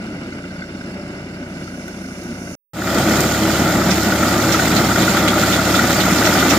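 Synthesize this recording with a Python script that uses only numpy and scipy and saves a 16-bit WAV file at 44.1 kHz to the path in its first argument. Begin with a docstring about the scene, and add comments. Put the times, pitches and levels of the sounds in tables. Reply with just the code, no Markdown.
"""A three-cylinder tractor pushes a reaper through ripe grain far off: wavering tones hum, pulsing noise roars.
Its knife bar rings the guards over a short rattle, and cut stalks rustle as patchy, crackling hiss.
A breeze hiss rises from 1.2 s; the far pass stops at 2.55 s and a short silence follows.
From 2.73 s the machine fades in close by and rolls nearer, and noise swishes sweep armfuls of stalks aside.
Stalks snap in both passes as brief noise bursts; two microphone ports colour the treble differently."""
import sys
import numpy as np
from scipy import signal
from scipy.fft import rfft, irfft, next_fast_len
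from scipy.io import wavfile
from scipy.ndimage import uniform_filter1d, map_coordinates

SR = 44100
rng = np.random.default_rng(int(sys.argv[2]) if len(sys.argv) > 2 else 0)


def generate_wav(signal):
    """Clip the signal to [-1, 1] and save it as 16-bit WAV at the path in sys.argv[1]."""
    frames = np.transpose(np.atleast_2d(signal))
    scaled = np.clip(frames, -1, 1) * 32767
    pcm = np.round(scaled).astype(np.int16)
    wavfile.write(sys.argv[1], SR, pcm)


def gain_from_db(level_db):
    """Turn a decibel level (scalar or array-like) into a linear amplitude factor."""
    decades = np.asarray(level_db, float) / 20
    return 10 ** decades


N = 290178
T = np.arange(N) / SR  # time [s]
FAR_END_S, NEAR_START_S = 2.553, 2.734  # silence lies between


def unit(x):
    """Scale to rms 1."""
    return x / np.sqrt(np.mean(x ** 2) + 1e-20)


def along(points, hz):
    """Interpolate (frequency [Hz], value) points on a log frequency axis."""
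    f, v = np.transpose(points)
    return np.interp(np.log(hz + 1), np.log(f + 1), v)


def wobble(rate):
    """A smooth random curve, rate knots a second."""
    knots = rng.standard_normal(int(N * rate / SR) + 4)
    return map_coordinates(knots, [T * rate])


def filtered(x, response):
    """Multiply the spectrum of x by a complex response of frequency."""
    m = next_fast_len(N + SR // 2)
    hz = np.fft.rfftfreq(m, 1 / SR)
    return irfft(rfft(x, m) * response(hz), m)[..., :N]


def resonances(modes):
    """Causal response of (centre [Hz], width [Hz], level [dB]) modes, summed with alternating sign."""
    def response(f):
        total = 0
        for k, (centre, width, db) in enumerate(modes):
            mode = 1j * f * width / (centre * centre - f * f + 1j * f * width)
            total = total + (-1) ** k * gain_from_db(db) * mode
        return total
    return response


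def bursts(times, levels_db, rise_s, fall_s):
    """Envelope with a quick rise and an exponential fall at each time."""
    kicks = np.bincount((np.asarray(times) * SR).astype(int), gain_from_db(levels_db), N)[:N]
    t = T[:SR // 4]
    shape = (1 - np.exp(-t / rise_s)) * np.exp(-t / fall_s)
    return signal.fftconvolve(kicks, shape)[:N]


def ahead(x, lead):
    """Give each port half the phase lead of (frequency [Hz], left port's lead [rad]) points."""
    half_each = np.array([[1], [-1]])
    return filtered(x, lambda hz: np.exp(.5j * np.interp(hz, *np.transpose(lead)) * half_each))


def pair(drive, alike, lead):
    """Two ports hearing one noise under a shared envelope, partly alike, one a little ahead."""
    def turn(hz):
        return np.arccos(np.clip(along(alike, hz), -1, 1)) / 2

    noise = drive * rng.standard_normal((2, N))
    mid, side = filtered(noise, lambda hz: np.array([np.cos(turn(hz)), np.sin(turn(hz))]))
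    return ahead(np.array([mid + side, mid - side]), lead)


def panned(x, pan):
    """Set the left-right balance by frequency, half of it on each port."""
    return filtered(x, lambda hz: gain_from_db(along(pan, hz) / 2 * np.array([[1], [-1]])))


def ports(x, air):
    """Treble coloured by the air curve and by each port, scaled to rms 1."""
    # treble as each port hears it: (frequency [Hz], relative level [dB per Hz])
    left_port = [(2000, -52.5), (2800, -64), (3500, -64), (5000, -70), (6200, -74.5), (7000, -79),
                 (7800, -67), (9000, -65.5), (10300, -69.5), (11200, -77), (12300, -69), (13200, -86),
                 (13700, -86), (14200, -105)]
    right_port = [(2000, -54.5), (2800, -59.5), (3500, -59.5), (5600, -58.5), (6000, -62), (7100, -55.5),
                  (8250, -71.5), (9000, -100), (10300, -100), (10600, -87), (11400, -80), (12700, -64),
                  (13700, -65.5), (15300, -66)]

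    def colour(hz):
        both = np.array([along(left_port, hz), along(right_port, hz)])
        return gain_from_db(both + along(air, hz)) / (1 + (2300 / (hz + 1)) ** 6)

    return unit(filtered(x, colour))


def patchy(x, depth_db):
    """Random patches of gain in time and frequency, shared by the ports."""
    z = signal.stft(x, nperseg=512)[2]
    field = rng.standard_normal(z.shape[1:])
    field = uniform_filter1d(field, size=3, axis=0)
    field = uniform_filter1d(field, size=4, axis=1)
    return signal.istft(z * gain_from_db(depth_db * unit(field)), nperseg=512)[1][:, :N]


def ground(x, delay_s, share):
    """A second arrival off the stubble combs the middle; the stalks swallow its treble."""
    def echo(hz):
        late = np.exp(-2j * np.pi * hz * delay_s)
        return late / (1 + (700 / (hz + 1)) ** 4) / (1 + (hz / 3400) ** 6)

    return filtered(x, lambda hz: 1 + share * echo(hz))


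def brighter(x, lift_db):
    """Lift everything above the exhaust body."""
    upper = filtered(x, lambda hz: 1 / (1 + (720 / (hz + 1)) ** 6))
    return x + (gain_from_db(lift_db) - 1) * upper


def engine(tones, roar, alike, lead, firing_hz):
    """Wavering shaft tones, and a roar that swells a little with each firing and with the load."""
    hum = 0
    for hz, db, waver_db in tones:
        level = np.sqrt(2) * gain_from_db(db + waver_db * wobble(9))
        hum = hum + level * np.sin(2 * np.pi * hz * T + 0.2 * waver_db * wobble(5))
    puff = 1 + .12 * np.cos(2 * np.pi * firing_hz * T + wobble(4))
    load = gain_from_db(0.67 * wobble(4.4) + 1.3 * wobble(40))
    noise = pair(puff * load, alike, lead)
    return hum, unit(filtered(noise, lambda hz: gain_from_db(along(roar, hz))))


def knife(alike, lead, first_s, stroke_hz, last_s, usual_db, pitch=1):
    """Both ends of every stroke ring the guards, one end harder, over a short rattle; some strokes land hard."""
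    # hardest knife strokes, far then near: (time [s], strength [dB])
    knocks = [(0.325, -26), (0.442, -26), (0.621, -24), (0.8121, -26.5), (1.272, -31), (1.429, -29.5),
              (1.6132, -31), (1.678, -29), (1.8815, -28), (1.944, -30), (2.4733, -27.5), (2.8207, -5),
              (2.8756, -7), (3.0313, -10.5), (3.138, -12), (3.191, -11.5), (3.348, -9), (3.5002, -10),
              (3.5551, -10), (3.7112, -10.5), (3.817, -9), (4.123, -7), (4.2305, -6), (4.5473, -6),
              (4.5972, -3), (4.8554, -11), (4.916, -9), (4.9604, -5.5), (5.0796, -8), (5.171, -7),
              (5.435, -6), (5.7445, -6), (5.794, -3.5), (5.9057, -11.5), (6.066, -10), (6.428, -7.5)]
    # guard resonances before the pitch factor: (centre [Hz], width [Hz], relative level [dB])
    guard_modes = [(1410, 230, 0), (1950, 220, -9), (2450, 300, -18), (3400, 400, -18)]
    guards = np.multiply(guard_modes, [pitch, 1, 1])

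    count = int((last_s - first_s) * stroke_hz * 2) - 1
    chance = rng.standard_normal((count, 2))
    times = first_s + (np.arange(count) + .12 * chance[:, 0]) / (2 * stroke_hz)
    softer_end_db = 4 * (np.arange(count) % 2)
    levels = usual_db + 3.2 * chance[:, 1].clip(-3, 1.5) - softer_end_db
    hard_s, hard_db = np.transpose([row for row in knocks if first_s < row[0] < last_s])
    free = abs(times[:, None] - hard_s).min(1) > .014  # a hard stroke takes the place of a usual one
    times, levels = np.append(times[free], hard_s), np.append(levels[free], hard_db)

    ring = resonances(guards)

    def band(hz):
        sharpened = ring(hz) * abs(ring(hz)) ** .5
        return sharpened / (1 + (900 / (hz + 1)) ** 4) / (1 + (hz / 4500) ** 8)

    shakes = bursts(times, levels + 9.5, rise_s=0.0011, fall_s=0.0084)
    rattle = filtered(pair(shakes, alike, lead), band)

    rings, t = np.zeros(N + SR), T[:SR // 20]
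    swell = t / .003 * np.exp(1 - t / .003)  # a soft blow, fullest after 3 ms
    for s, db in zip(times, levels):
        modes = 0
        for hz, width, level in guards:
            loudness = gain_from_db(level + rng.normal(0, 0.84))
            tone_hz = hz + width * rng.normal(0, 0.23)
            modes = modes + loudness * np.sin(2 * np.pi * tone_hz * t + rng.uniform(0, 2 * np.pi))
        start = round((s - .003) * SR)
        rings[start:][:len(t)] += gain_from_db(db - 5.5) * modes * swell
    return rattle + ahead(np.array([rings[:N]] * 2), lead)


def straw(alike, lead, air, crackle_db):
    """Dry stalks rubbing: patchy hiss with small crackles on top."""
    times = rng.uniform(0, N / SR, 1200)
    levels = crackle_db + 5 * rng.exponential(1, len(times)).clip(0, 3)
    crackle = bursts(times, levels, rise_s=0.00057, fall_s=0.0014)
    rustle = gain_from_db(0.6 * wobble(7) + 0.61 * wobble(15))
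    hiss = pair(rustle * (1 + crackle), alike, lead)
    return ports(patchy(hiss, depth_db=2.0), air)


def sweeps():
    """Each armful swept aside is a short grainy noise swish with its own bright centre."""
    # armfuls of stalks: (time [s], strength against the other armfuls [dB], centre [Hz])
    armfuls = [(3.2044, -28, 6960), (3.9087, -5, 5560), (4.5238, -5, 5720), (4.7637, -5, 4150),
               (5.0218, -10, 3450), (5.0892, -10, 7110), (5.172, -12, 3370), (5.2813, -6.5, 3380),
               (5.5269, -6.5, 3500), (5.7527, -9.5, 3500), (6.006, -7.5, 3740), (6.1748, -17, 4730),
               (6.256, -5, 5600), (6.3323, -11, 5270), (6.393, -9.5, 3180), (6.503, -2, 5740)]
    total = np.zeros((2, N))
    t = T[:SR // 8]
    for s, db, hz in armfuls:
        start = round((s - .006) * SR)
        noise = rng.standard_normal((2, len(t)))
        b, a = signal.iirpeak(hz, 9, SR)
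        grain_db = 4 * rng.standard_normal(len(t) // 64 + 1).repeat(64)[:len(t)]
        swish = noise * gain_from_db(grain_db) + 2.2 * signal.lfilter(b, a, noise)
        swish = gain_from_db(db) * swish * (1 - np.exp(-t / 0.007)) * np.exp(-t / 0.018)
        total[:, start:start + len(t)] += swish[:, :N - start]
    return gain_from_db(-32.0) * ports(total, [(1000, 7.5), (7000, -5), (14000, -8)])


def snaps():
    """Single stalks break: noise bursts with a sharp rise and a fall of a few milliseconds."""
    # stalks breaking: (time [s], level [dB])
    breaks = [(1.88, -36), (2.235, -37), (3.205, -11.5)]
    s, db = np.transpose(breaks)
    noise = ports(rng.standard_normal((2, N)), [(2000, -19), (9000, 4), (15000, 1)])
    return bursts(s, db, rise_s=.0003, fall_s=0.0048) * noise


def breeze():
    """Wind rising in the standing ears near the microphone: hiss that swells until the far pass ends."""
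    start_s, rise_s = 1.21, .45
    start_db, grows_db_per_s = -53, 8
    air = [(3500, -27.5), (6000, 7.0), (7500, -11), (9500, 6.0), (14000, -10)]
    hiss = ports(rng.standard_normal((2, N)), air)
    since = T - start_s
    level = gain_from_db(start_db + grows_db_per_s * since + 0.72 * wobble(6.1))
    gust = np.clip(since / rise_s, 0, 1) * level
    return gust * hiss * (T < FAR_END_S)


def far_pass():
    """A machine of steady level across the field, heard direct and off the ground."""
    # engine and gear tones: (frequency [Hz], rms level [dB], waver [dB])
    tones = [(30.5, -55.5, 0), (46, -65, 6), (61, -48, 0.5), (76.4, -53.5, 0.5), (91.5, -44, 1),
             (185.3, -41, 2.5), (586, -53, 7)]
    # exhaust and engine block: (frequency [Hz], relative level [dB per Hz])
    roar_curve = [(25, -44), (60, -38), (110, -10.5), (189, -2.5), (300, -3), (371, -7.5), (439, -17.5),
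                  (581, -12.5), (800, -24), (1500, -21.5), (2200, -23.5), (2800, -23.5), (3300, -38.5),
                  (3800, -45.5), (4500, -46), (7700, -120)]
    # likeness of the ports: (frequency [Hz], left-right likeness [0 to 1])
    alike = [(150, .997), (350, .99), (480, .88), (750, .96), (1250, .65), (1500, .87), (2400, .5),
             (2800, .7), (4500, .4), (7000, .2)]
    # phase between the ports: (frequency [Hz], left port's lead [rad])
    lead = [(0, 0), (860, .4), (1210, 1.3), (2500, 2.5), (4500, 9), (9000, 19)]
    # balance: (frequency [Hz], left over right [dB])
    pan = [(330, 0), (520, 4), (800, 1), (1200, 3), (1700, -4), (2000, 3), (2800, -3)]
    # distance dulls the straw: (frequency [Hz], gain [dB])
    air = [(2000, -12), (3500, -3.5), (4200, -1.5), (4600, 5), (4900, -1), (5300, 5), (6000, -2),
           (7000, -5.5), (10000, 0.5), (12500, -11), (15000, -16)]
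    roar_db, straw_db, stroke_db = -30.5, -46, -33.5
    bright_db, dulls_db_per_s = 1.03, 0.23  # duller as the microphone swings away

    hum, roar = engine(tones, roar_curve, alike, lead, firing_hz=30.7)
    # far off the knocks are heard a little higher
    clatter = knife(alike, lead, first_s=.015, stroke_hz=16.26, last_s=FAR_END_S,
                    usual_db=stroke_db, pitch=1.06)
    body = brighter(gain_from_db(roar_db) * roar + clatter, bright_db - dulls_db_per_s * T)
    stalks = gain_from_db(straw_db) * straw(alike, lead, air, crackle_db=-10)
    return hum + ground(panned(body, pan) + stalks, delay_s=0.001397, share=0.5)


def near_pass():
    """The machine rolls closer: the treble gains most, the exhaust little."""
    # engine and gear tones: (frequency [Hz], rms level [dB], waver [dB])
    tones = [(36.3, -49.5, 1), (48, -49, 2), (73.4, -32, 0.68), (82, -58, 2), (95, -56, 3),
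             (107.3, -30, 0.67), (132.8, -40, 6.8), (187.5, -31.5, 5.7), (211, -32, 3.7), (320.5, -30, 3.3),
             (567.5, -38.5, 5)]
    # exhaust and engine block: (frequency [Hz], relative level [dB per Hz])
    roar_curve = [(25, -38), (60, -20), (125, -10), (160, -2.5), (340, -2), (447, -13), (614, -6.5),
                  (900, -12.5), (1070, -19.5), (1190, -10), (1460, -10), (1620, -19.5), (1950, -14),
                  (2800, -29), (3500, -25), (4550, -33.5), (7700, -120)]
    # likeness of the ports: (frequency [Hz], left-right likeness [0 to 1])
    alike = [(150, .9995), (350, .996), (480, .94), (800, .96), (1100, .65), (1400, .92), (1700, .35),
             (2100, .8), (2600, .5), (3300, .65), (4500, .35), (7000, .15)]
    # phase between the ports: (frequency [Hz], left port's lead [rad])
    lead = [(0, 0), (1550, .1), (1890, -.8), (3270, -.4), (5250, 1), (7150, 6)]
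    # balance: (frequency [Hz], left over right [dB])
    pan = [(330, 0), (500, 1.5), (800, 0), (1150, 4), (1400, 2), (1700, 8), (2000, 3), (2800, 0)]
    start_m, speed_m_per_s = 16, 1.7
    roar_db, straw_db, stroke_db, bright_db = -17, -24.5, -13.5, -2  # roar, straw, brightness: at the start
    roar_grows, straw_grows, bright_grows = .3, 0.93, 0.84  # dB gained for each dB of closing distance

    closer_db = -20 * np.log10(1 - speed_m_per_s * (T - NEAR_START_S) / start_m)
    hum, roar = engine(tones, roar_curve, alike, lead, firing_hz=35.9)
    clatter = knife(alike, lead, first_s=2.77, stroke_hz=19.13, last_s=N / SR, usual_db=stroke_db)
    body = gain_from_db(roar_db + roar_grows * closer_db) * roar + clatter
    body = brighter(body, bright_db + bright_grows * closer_db)
    rustle = straw(alike, lead, [(1000, 0)], crackle_db=-12.0)
    stalks = gain_from_db(straw_db + straw_grows * closer_db) * rustle
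    return hum + panned(body, pan) + stalks + sweeps()


def scene():
    """Far pass, silence, then the near pass fading in, quickly at first."""
    fade_s, fade_from, fade_bend = 0.25, 0.084, 0.75  # fade_from is the start before the bend
    ramp = fade_from + (1 - fade_from) * (T - NEAR_START_S) / fade_s
    fade = np.clip(ramp, 0, 1) ** fade_bend
    far = far_pass() * (T < FAR_END_S)
    near = near_pass() * fade * (T > NEAR_START_S)
    return far + near + snaps() + breeze()


def low_pass(x):
    """Removes everything above the highest recorded frequency."""
    return signal.sosfilt(signal.butter(12, 16050, fs=SR, output="sos"), x)


def record(dry):
    """The input rounds off the highest peaks, then the band is limited."""
    rounded = dry / (1 + abs(dry / .95) ** 6) ** (1 / 6)
    finished = filtered(rounded, lambda hz: hz < 15560)
    return low_pass(finished)


dry = scene()
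out = record(dry)
generate_wav(out)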